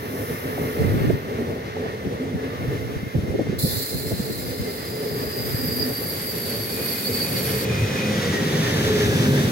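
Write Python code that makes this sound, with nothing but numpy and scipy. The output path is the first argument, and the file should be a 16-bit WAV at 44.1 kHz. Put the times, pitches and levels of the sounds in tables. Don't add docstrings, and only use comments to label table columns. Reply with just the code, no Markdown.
import sys
import numpy as np
from scipy import signal
from scipy.fft import rfft, irfft, next_fast_len
from scipy.io import wavfile
from scipy.ndimage import uniform_filter1d, map_coordinates

SR = 44100
rng = np.random.default_rng(int(sys.argv[2]) if len(sys.argv) > 2 else 0)


def inscribe(sig):
    pcm = np.round(np.clip(np.atleast_2d(sig).T, -1, 1) * 32767)
    wavfile.write(sys.argv[1], SR, pcm.astype(np.int16))


N = 419391
TIME = np.arange(N) / SR
SPEED_M_PER_S = 8
MIC_GAP_MS = 0.48

# t/s, rumble level/dB, hiss level/dB
COACH_LEVELS = [(0, -34.5, -42), (.4, -34.5, -40.5), (.75, -32, -40), (.8, -29, -39), (1.05, -29.5, -39.5),
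                (1.2, -33, -44), (1.4, -33.5, -44), (1.62, -34, -44), (1.85, -34, -42), (2.1, -34.5, -46),
                (2.35, -33.5, -44), (2.82, -35.5, -43), (3.05, -38, -48), (3.45, -38, -48),
                (3.75, -37.5, -46.5), (4.1, -37.5, -47.5), (4.75, -35.5, -47), (5.1, -34.5, -45),
                (5.8, -36, -43), (6.3, -36, -46.5), (7.1, -36, -45), (7.65, -33.5, -45), (8, -38, -45.5)]
# f/Hz, level/dB
RUMBLE_COLOUR = [(25, -35), (55, -19), (75, -7), (105, -1.5), (165, -4), (215, -7), (255, -3.5), (320, -8),
                 (385, -4.5), (440, -1.5), (520, -6), (650, -13), (900, -20.5), (1400, -44.5)]
HISS_COLOUR = [(400, -28), (600, -4), (780, -2), (1000, 0), (1400, 0.5), (1700, -2), (2150, -2),
               (2350, -6.5), (2800, -6.5), (3050, -9.5), (3400, -10.5), (4300, -12), (6500, -22),
               (8000, -37), (16000, -46)]
# f/Hz, width/Hz, level/dB
TRACK_NOTES = [(254, 24, -12.5), (431, 26, -10)]
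WHEEL_NOTES = [(1160, 90, -13), (1797, 110, -8.5), (1934, 110, -12)]
SIZZLE_NOTES = [(12150, 400, -51), (13450, 450, -49)]
# t/s, level/dB
RIM_LEVELS = [(0, -47), (.9, -48), (1.5, -55), (1.85, -46), (2.1, -53), (2.75, -46), (3.05, -49.5),
              (3.7, -47.5), (4.15, -50), (6.4, -51)]
# t/s, hold/s, level/dB, f/Hz
TRACK_DRONES = [(0.803, .03, -28, 449), (1.356, 0.079, -30, 250), (1.788, 0.17, -32, 440),
                (2.218, 0.29, -36.5, 256), (5.057, 0.13, -33, 423.4), (5.605, 0.31, -33, 251),
                (7.547, 0.14, -34.5, 432)]
AXLE_BOOMS = [(7.48, 0.097, -27.5, 132.4), (7.681, 0.073, -26, 117.8), (7.795, 0.06, -21.5, 113.4)]
# f/Hz, level/dB
RUSH_COLOUR = [(3000, -30), (3500, -3), (3900, 2), (4550, 8.5), (5300, -1.5), (5800, -3), (6400, -7),
               (7500, 3.5), (8100, -4), (8600, -5), (9300, -4), (10000, -2), (10700, 5), (11400, 5),
               (12100, 2), (13200, 3.5), (14400, 0), (15600, 4)]
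JET_COLOUR = [(3000, -24), (3700, -3), (5150, -2), (5600, -6), (6200, -11.5), (7600, -4.5), (8500, -5.5),
              (9100, -6.5), (9900, -7), (10900, -4), (12700, -2), (13700, -2), (14900, -2), (15700, 1)]
# t/s, level/dB
JET_LEVELS = [(3.6, -43), (4.9, -50), (5.55, -40), (6.6, -39), (7.05, -34.5), (7.62, -35.5)]
# f/Hz, width/Hz, level/dB, share the pitch sinks by, stereo spread
WHISTLE_NOTES = [(4740, 180, -34.5, .043, 2.3), (11810, 640, -35.5, 0.028, 3.2)]
# t/s, low one's level/dB, high one's level/dB
WHISTLE_GROWTH = [(3.6, -32, -36), (4.4, -12.5, -22), (5.27, -4.5, -5), (5.65, -3, 2), (7.4, -2.5, -0.5),
                  (7.64, -5, 1)]
# t/s, width/s, low whistle's boost/dB, high whistle's boost/dB
SURGES = [(5.334, 0.022, 2.5, -3), (5.408, .03, 4.5, 4), (5.58, .04, 3, 1), (5.72, 0.075, 5.5, -1),
          (5.83, .035, 9.5, -3), (5.958, .035, 3.5, -2), (6.12, .04, 5, 0), (6.196, .025, 3, -1),
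          (6.32, 0.043, 0, -2), (6.53, 0.053, 4.5, 0.5), (6.73, .04, 2.5, 0), (6.9, .055, 7.5, 5),
          (7.07, 0.03, 7, 2.5), (7.145, 0.024, 7, 1), (7.22, .045, 10, 1), (7.378, 0.032, 7.5, 3),
          (7.47, .04, 2, 5), (7.593, .04, 3, -1)]
# f/Hz, level/dB
BOOM_COLOUR = [(25, -45), (50, -13), (80, 2), (110, 11), (145, 7), (200, -16), (290, -37.5)]
DRONE_COLOUR = [(90, -53), (150, -4), (205, 7), (260, 1.5), (330, -0.5), (440, -.5), (540, -5.5),
                (650, -12.5), (900, -18.5), (1500, -28.5)]
BLOWER_COLOUR = [(300, -30), (600, -6), (950, -7.5), (1350, -5.5), (1850, -2.5), (2230, -5.5), (2800, -8.5),
                 (3600, -5), (4300, -11), (6000, -10.5), (8000, -23), (9000, -23.5), (13000, -22),
                 (15800, -36)]
# f/Hz, level/dB, swell t/s, boost/dB
HUM_NOTES = [(141.6, -11.5, 9.3, 11.5), (161.2, -12, 8.55, 8), (209.9, -11.5, 8.13, 13.5),
             (251, -15.5, 9.33, 12), (408.5, -8, 9.05, 4.5), (529, -13, 8.02, 8.5)]
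# t/s, delay at the left microphone/ms
LOCOMOTIVE_LAG = [(6.5, -0.013), (8, -0.027), (8.7, 0.086), (9.5, 0.25)]
ECHO_LAG = [(0, -0.31), (4, -0.47), (6.3, -0.4), (7.5, -0.39), (8.8, -0.48)]
# t/s, f/Hz
GEAR_PITCH = [(6, 2344), (7.6, 2120), (8.4, 1894), (9.5, 1543)]
# share of the gear pitch, level/dB
MOTOR_NOTES = [(.25, 0.46), (.087, 5.2)]
# t/s, width/s, boost/dB
GEAR_FLARES = [(8.38, 0.072, 9), (8.72, 0.09, 5.5)]
MOTOR_FLARES = [(8.27, 0.052, 10.5), (8.97, 0.11, 15.5)]
# t/s, hold/s, level/dB
SQUEALS = [(6.7, 0.93, -45), (7.7, 0.13, -36.5), (7.98, 0.08, -34.5)]
GUSTS = [(.81, 0.324, -22.5), (2.6, 0.4, -34), (3.18, 0.6, -31), (3.95, 0.55, -35.5), (5.42, 0.4, -36.5)]
SNOW_CLOUDS = [(.42, 0.23, -41.5), (2.7, 0.46, -56.5)]
# t/s, peak level/dB, f/Hz, left minus right/dB, width/s
EDDIES = [(0.584, -21, 450, 0, .006), (0.853, -18, 128, -13, 0.015), (0.948, -16, 150, -1, .012),
          (1.015, -17.5, 140, 10, .008), (1.049, -17, 190, -11, .006), (1.106, -12.5, 250, -10, 0.0064),
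          (1.144, -16, 130, 2, 0.011), (1.411, -26, 160, 5, .009), (1.771, -22, 540, 0, .004),
          (1.862, -20, 430, -1, .005), (2.066, -17.5, 170, 0, .012), (2.357, -16, 160, -1, 0.011),
          (2.684, -18.5, 114, 2, 0.013), (2.968, -20, 115, -1, 0.015), (3.032, -21, 125, 0, .006),
          (3.071, -23, 130, 0, .005), (3.152, -16.5, 260, -1, 0.0067), (3.161, -10.5, 170, 1, 0.0053),
          (3.184, -15, 100, 3, 0.011), (3.242, -20, 110, -5, .009), (3.296, -21, 95, -4, .012),
          (3.351, -14, 280, -3, 0.0096), (3.396, -11.5, 330, 0, 0.0066), (3.415, -18, 230, 10, 0.0066),
          (3.472, -24, 450, 0, 0.0026), (3.5, -15, 170, -5, 0.012), (3.536, -18.5, 240, -6, 0.0081),
          (3.644, -10.5, 125, 0, 0.0058), (3.661, -19, 238, -2, 0.0055), (3.955, -21, 120, -2, 0.018),
          (4.07, -23, 110, 0, .008), (4.12, -16.5, 280, -2, 0.0065), (4.136, -17.5, 120, 3, 0.0095),
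          (4.202, -15.5, 130, -1, 0.0041), (4.31, -19.5, 220, 1, .012), (4.61, -19, 118, -1, .012),
          (5.121, -24, 125, 2, 0.011), (5.277, -26, 127, -1, .012), (5.4, -24.5, 120, -1, 0.013),
          (5.553, -19, 115, 1, 0.0098), (5.69, -21, 120, 0, 0.017)]
# f/Hz, level/dB
WIND_COLOUR = [(20, -16), (40, -12), (70, -4), (110, 8), (190, -4), (300, -3.5), (450, -9), (700, -27),
               (1200, -44.5)]
SNOW_COLOUR = [(5000, -3), (8000, -15.5), (9000, -7.5), (12500, 0), (14000, -2.5), (16000, -5)]


def coaches(rumble_db=3.5, wheels_db=3, throb_db=1.93, echo_db=-6, scatter_db=-8, sizzle_s=0.93):
    track_db, wheel_db = curves(COACH_LEVELS) - leaving_db()
    rumble = coloured(scattered() + arriving(MIC_GAP_MS), RUMBLE_COLOUR)
    for hz, width, db in TRACK_NOTES:
        rumble += amp(db + 1.1 * wobble(5.1)) * ringing(hz, width, lag_ms=0.25, spread=0.32)
    rumble *= amp(track_db + rumble_db + throb_db * wobble(22))
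    paths = arriving(MIC_GAP_MS) + amp(echo_db) * arriving(curves(ECHO_LAG)[0])
    wheels = coloured(paths + amp(scatter_db) * scattered(), HISS_COLOUR)
    for hz, width, db in WHEEL_NOTES:
        wheels += amp(db + 2 * wobble(11)) * ringing(hz + 30 * wobble(16), width, MIC_GAP_MS, spread=1)
    sizzle = 0
    for hz, width, db in SIZZLE_NOTES:
        gain = swells([(sizzle_s, 0.08, db)], rise_s=0.05, fall_s=0.27)
        sizzle += gain * ringing(hz, width, MIC_GAP_MS, spread=1.5)
    return rumble + wheels * amp(wheel_db + wheels_db + 1.1 * wobble(16)) + sizzle


def wheel_rims(hz=2095, width_hz=45, waver_hz=22, flutter_db=2):
    level_db = curves(RIM_LEVELS)[0] + flutter_db * wobble(11) - leaving_db()
    return amp(level_db) * ringing(hz + waver_hz * wobble(14), width_hz, MIC_GAP_MS, spread=0.92)


def track_drones(width_hz=22):
    return sum(swells([(s, hold, db)], rise_s=0.034, fall_s=0.034)
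               * ringing(hz, width_hz, lag_ms=0.19, spread=0.21) for s, hold, db, hz in TRACK_DRONES)


def axle_booms(note_db=-1, thud_db=-3):
    thud = amp(thud_db) * coloured(scattered() + arriving(0), BOOM_COLOUR)
    return sum(swells([(s, hold, db)], rise_s=0.03, fall_s=0.018) * (amp(note_db) * tone(hz) + thud)
               for s, hold, db, hz in AXLE_BOOMS)


def air_valve(open_s=3.583, shut_s=7.645, rush_db=-24.5, pipe_db=-37, jet_db=5.5, middle_db=-46):
    flow_db, = curves(JET_LEVELS)
    age = np.maximum(TIME - open_s, 0)
    opening = np.clip(age / 0.0079, 0, 1) * np.clip((shut_s - TIME) / 0.0081 + 1, 0, 1)
    spent_db = 5 * age + 16 * np.clip(age - 0.14, 0, 0.43)
    rush = amp(rush_db - spent_db) * coloured(warbling_hiss(), RUSH_COLOUR)
    pipe = amp(pipe_db - 9.5 * age) * ringing(hz=4170, width_hz=210, lag_ms=0.404, spread=0.87)
    jet = amp(flow_db + jet_db) * coloured(warbling_hiss(), JET_COLOUR)
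    middle = ringing(hz=8550 + 120 * wobble(8), width_hz=600, lag_ms=0.457, spread=1)
    middle *= amp(middle_db + flow_db - flow_db.max())
    lean_right = amp([[-0.6], [0.6]])
    return opening * (rush + pipe + jet + middle + whistles()) * lean_right


def warbling_hiss(warble_db=2.3, flutter_db=1.2):
    bands = signal.stft(noise(2) + 0.39 * arriving(0.45), nperseg=512)[2]
    warble = uniform_filter1d(rng.standard_normal(bands.shape[1:]), size=4, axis=0)
    warble = uniform_filter1d(warble, size=11, axis=1)
    hiss = signal.istft(bands * amp(warble_db * unit(warble)), nperseg=512)[1][:, :N]
    return hiss * amp(flutter_db * wobble(70))


def whistles(pass_s=5.85, distance_m=7, waver_hz=30, rasp_db=1.7):
    along_m = SPEED_M_PER_S * (TIME - pass_s)
    receding = along_m / np.hypot(along_m, distance_m)
    times, widths, *boosts = np.transpose(SURGES)
    sound = 0
    for note, growth_db, boost_db in zip(WHISTLE_NOTES, curves(WHISTLE_GROWTH), boosts):
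        hz, width, db, sink, spread = note
        level_db = db + growth_db + flares(zip(times, widths, boost_db)) + rasp_db * wobble(70)
        pitch = hz * (1 - sink * receding) + waver_hz * wobble(50)
        sound += amp(level_db) * ringing(pitch, width, lag_ms=0.437, spread=spread)
    return sound


def locomotive(boom_db=-24, drone_db=-23, roar_db=-0.5, blower_db=-28, echo_db=1.5, swell_width_s=0.16):
    lag, = curves(LOCOMOTIVE_LAG)
    boom = amp(boom_db + 1.8 * wobble(14)) * coloured(scattered(), BOOM_COLOUR)
    boom *= nearness(pass_s=9.36, distance_m=4.2)
    hum = sum(amp(db + flares([(s, swell_width_s, boost_db)])) * tone(hz, lag)
              for hz, db, s, boost_db in HUM_NOTES)
    hum *= amp(np.interp(TIME, [7.5, 8.2], [-6, 0]))
    roar = amp(roar_db) * coloured(scattered(), DRONE_COLOUR)
    drone = amp(drone_db) * nearness(pass_s=9.42, distance_m=7.5) * (roar + hum)
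    air = arriving(lag) + amp(echo_db) * arriving(curves(ECHO_LAG)[0]) + scattered()
    blower = amp(blower_db + 1.24 * wobble(23)) * coloured(air, BLOWER_COLOUR)
    blower *= nearness(pass_s=8.84, distance_m=5.74)
    return behind_coaches() * (boom + drone) + blower


def gear_whine(level_db=-39.5, width_hz=30, waver_hz=11, flutter_db=2):
    gear_hz, = curves(GEAR_PITCH)
    gain = amp(flares(GEAR_FLARES) + flutter_db * wobble(18))
    gear = gain * ringing(gear_hz + waver_hz * wobble(22), width_hz, curves(ECHO_LAG)[0], spread=0.66)
    upper, lower = [amp(db) * tone(gear_hz * share) for share, db in MOTOR_NOTES]
    motor = amp(flares(MOTOR_FLARES)) * upper + lower
    return amp(level_db) * behind_coaches() * nearness(pass_s=8.6, distance_m=5.1) * (gear + motor)


def flange_squeal(hz=2465, width_hz=75, waver_hz=11):
    squeal = ringing(hz + waver_hz * wobble(11), width_hz, curves(ECHO_LAG)[0], spread=0.95)
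    return swells(SQUEALS, rise_s=0.026, fall_s=0.069) * squeal


def train_wind(draught_db=-49, eddy_db=1, eddy_top_hz=740, spread=0.94):
    lumps = amp([wobble(40), wobble(40)])
    strength = amp(draught_db) + swells(GUSTS, rise_s=0.02, fall_s=0.027)
    wind = strength * unit(lumps * coloured(noise(2), WIND_COLOUR))
    t = TIME[:SR // 5] - TIME[SR // 10]
    f = np.fft.rfftfreq(len(t), 1 / SR) + 1
    for s, db, hz, pan_db, width_s in EDDIES:
        band = np.exp(-(np.log(f / hz) / 0.76) ** 2) / (1 + (f / eddy_top_hz) ** 6)
        swirl = rng.standard_normal(len(t)) + spread * rng.standard_normal((2, len(t)))
        thump = irfft(rfft(swirl) * band, len(t)) * np.exp(-(t / width_s) ** 2 / 2)
        thump /= np.abs(thump).max(axis=1, keepdims=True)
        start = round((s + t[0]) * SR)
        wind[:, start:start + len(t)] += thump * amp(db + eddy_db + pan_db * np.array([[0.5], [-0.5]]))
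    return wind


def snow_spray(level_db=3, steady_db=-66):
    spray = swells(SNOW_CLOUDS, rise_s=0.63, fall_s=0.28) + amp(steady_db)
    return spray * amp(level_db + 2 * wobble(4)) * coloured(noise(2), SNOW_COLOUR)


def nearness(pass_s, distance_m):
    return distance_m / np.hypot(distance_m, SPEED_M_PER_S * (TIME - pass_s))


def leaving_db(last_coach_s=8.73, db_per_s=17):
    return db_per_s * np.maximum(TIME - last_coach_s, 0)


def behind_coaches(clear_s=7.4, db_per_s=7.5):
    return amp(-db_per_s * np.maximum(clear_s - TIME, 0))


def ringing(hz, width_hz, lag_ms, spread):
    rate = 10 * width_hz
    size = next_fast_len(int(N * rate / SR) + 2)
    peak = 1 / (1 + 2 * (np.fft.fftfreq(size, 1 / rate) / width_hz) ** 2)
    shaking = rng.standard_normal((size, 3, 2)) @ [1, 1j]
    common, left, right = np.fft.ifft(peak * np.fft.fft(shaking, axis=0).T)
    strength = np.array([np.interp(TIME * rate, np.arange(size), common + spread * own)
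                         for own in (left, right)])
    phase = 2 * np.pi * np.cumsum(hz * np.ones(N)) / SR
    phases = np.array([phase - 2 * np.pi * hz * lag_ms / 1000, phase])
    return unit(strength.real * np.cos(phases) - strength.imag * np.sin(phases))


def tone(hz, lag_ms=0, waver=0.00648, unsteady_db=2.5):
    phase = 2 * np.pi * np.cumsum(hz * (1 + waver * wobble(14))) / SR
    phases = np.array([phase - 2 * np.pi * hz * lag_ms / 1000, phase])
    return unit(amp(unsteady_db * wobble(9)) * np.sin(phases))


def arriving(lag_ms):
    fine = signal.resample_poly(noise()[0], up=4, down=1)
    index = np.array([TIME - lag_ms / 2000, TIME + lag_ms / 2000]) * SR * 4
    return unit(fine[np.clip(np.rint(index).astype(int), 0, len(fine) - 1)])


def scattered():
    alike = lambda hz: np.sinc(2 * hz * MIC_GAP_MS / 1000)
    mid, side = filtered(noise(2), lambda hz: np.sqrt([1 + alike(hz), 1 - alike(hz)]))
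    return unit(np.array([mid + side, mid - side]))


def noise(channels=1):
    return rng.standard_normal((channels, N))


def coloured(x, colour):
    f, db = np.transpose(colour)
    return unit(filtered(x, lambda hz: amp(np.interp(np.log(hz + 1), np.log(f), db, left=-120))))


def filtered(x, response):
    size = next_fast_len(N + SR // 4)
    return irfft(rfft(x, size) * response(np.fft.rfftfreq(size, 1 / SR)), size)[..., :N]


def swells(rows, rise_s, fall_s):
    return sum(amp(db) * np.exp(-np.maximum(s - TIME, 0) / rise_s)
               * np.exp(-np.maximum(TIME - s - hold, 0) / fall_s) for s, hold, db in rows)


def flares(rows):
    return sum(db * np.exp(-((TIME - s) / width_s) ** 2) for s, width_s, db in rows)


def curves(rows):
    times, *columns = np.transpose(rows)
    return [np.interp(TIME, times, column) for column in columns]


def wobble(rate):
    return map_coordinates(rng.standard_normal(int(N * rate / SR) + 4), [TIME * rate], order=2)


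def amp(db):
    return 10 ** (np.asarray(db) / 20)


def unit(x):
    return x / np.sqrt(np.mean(np.abs(x) ** 2) + 1e-20)


def scene():
    rolling = coaches() + wheel_rims() + track_drones() + axle_booms()
    air = snow_spray() + train_wind() + air_valve()
    return rolling + air + locomotive() + gear_whine() + flange_squeal()


def record(dry, top_hz=15900):
    return filtered(dry, lambda hz: hz < top_hz)


dry = scene()
out = record(dry)
inscribe(out)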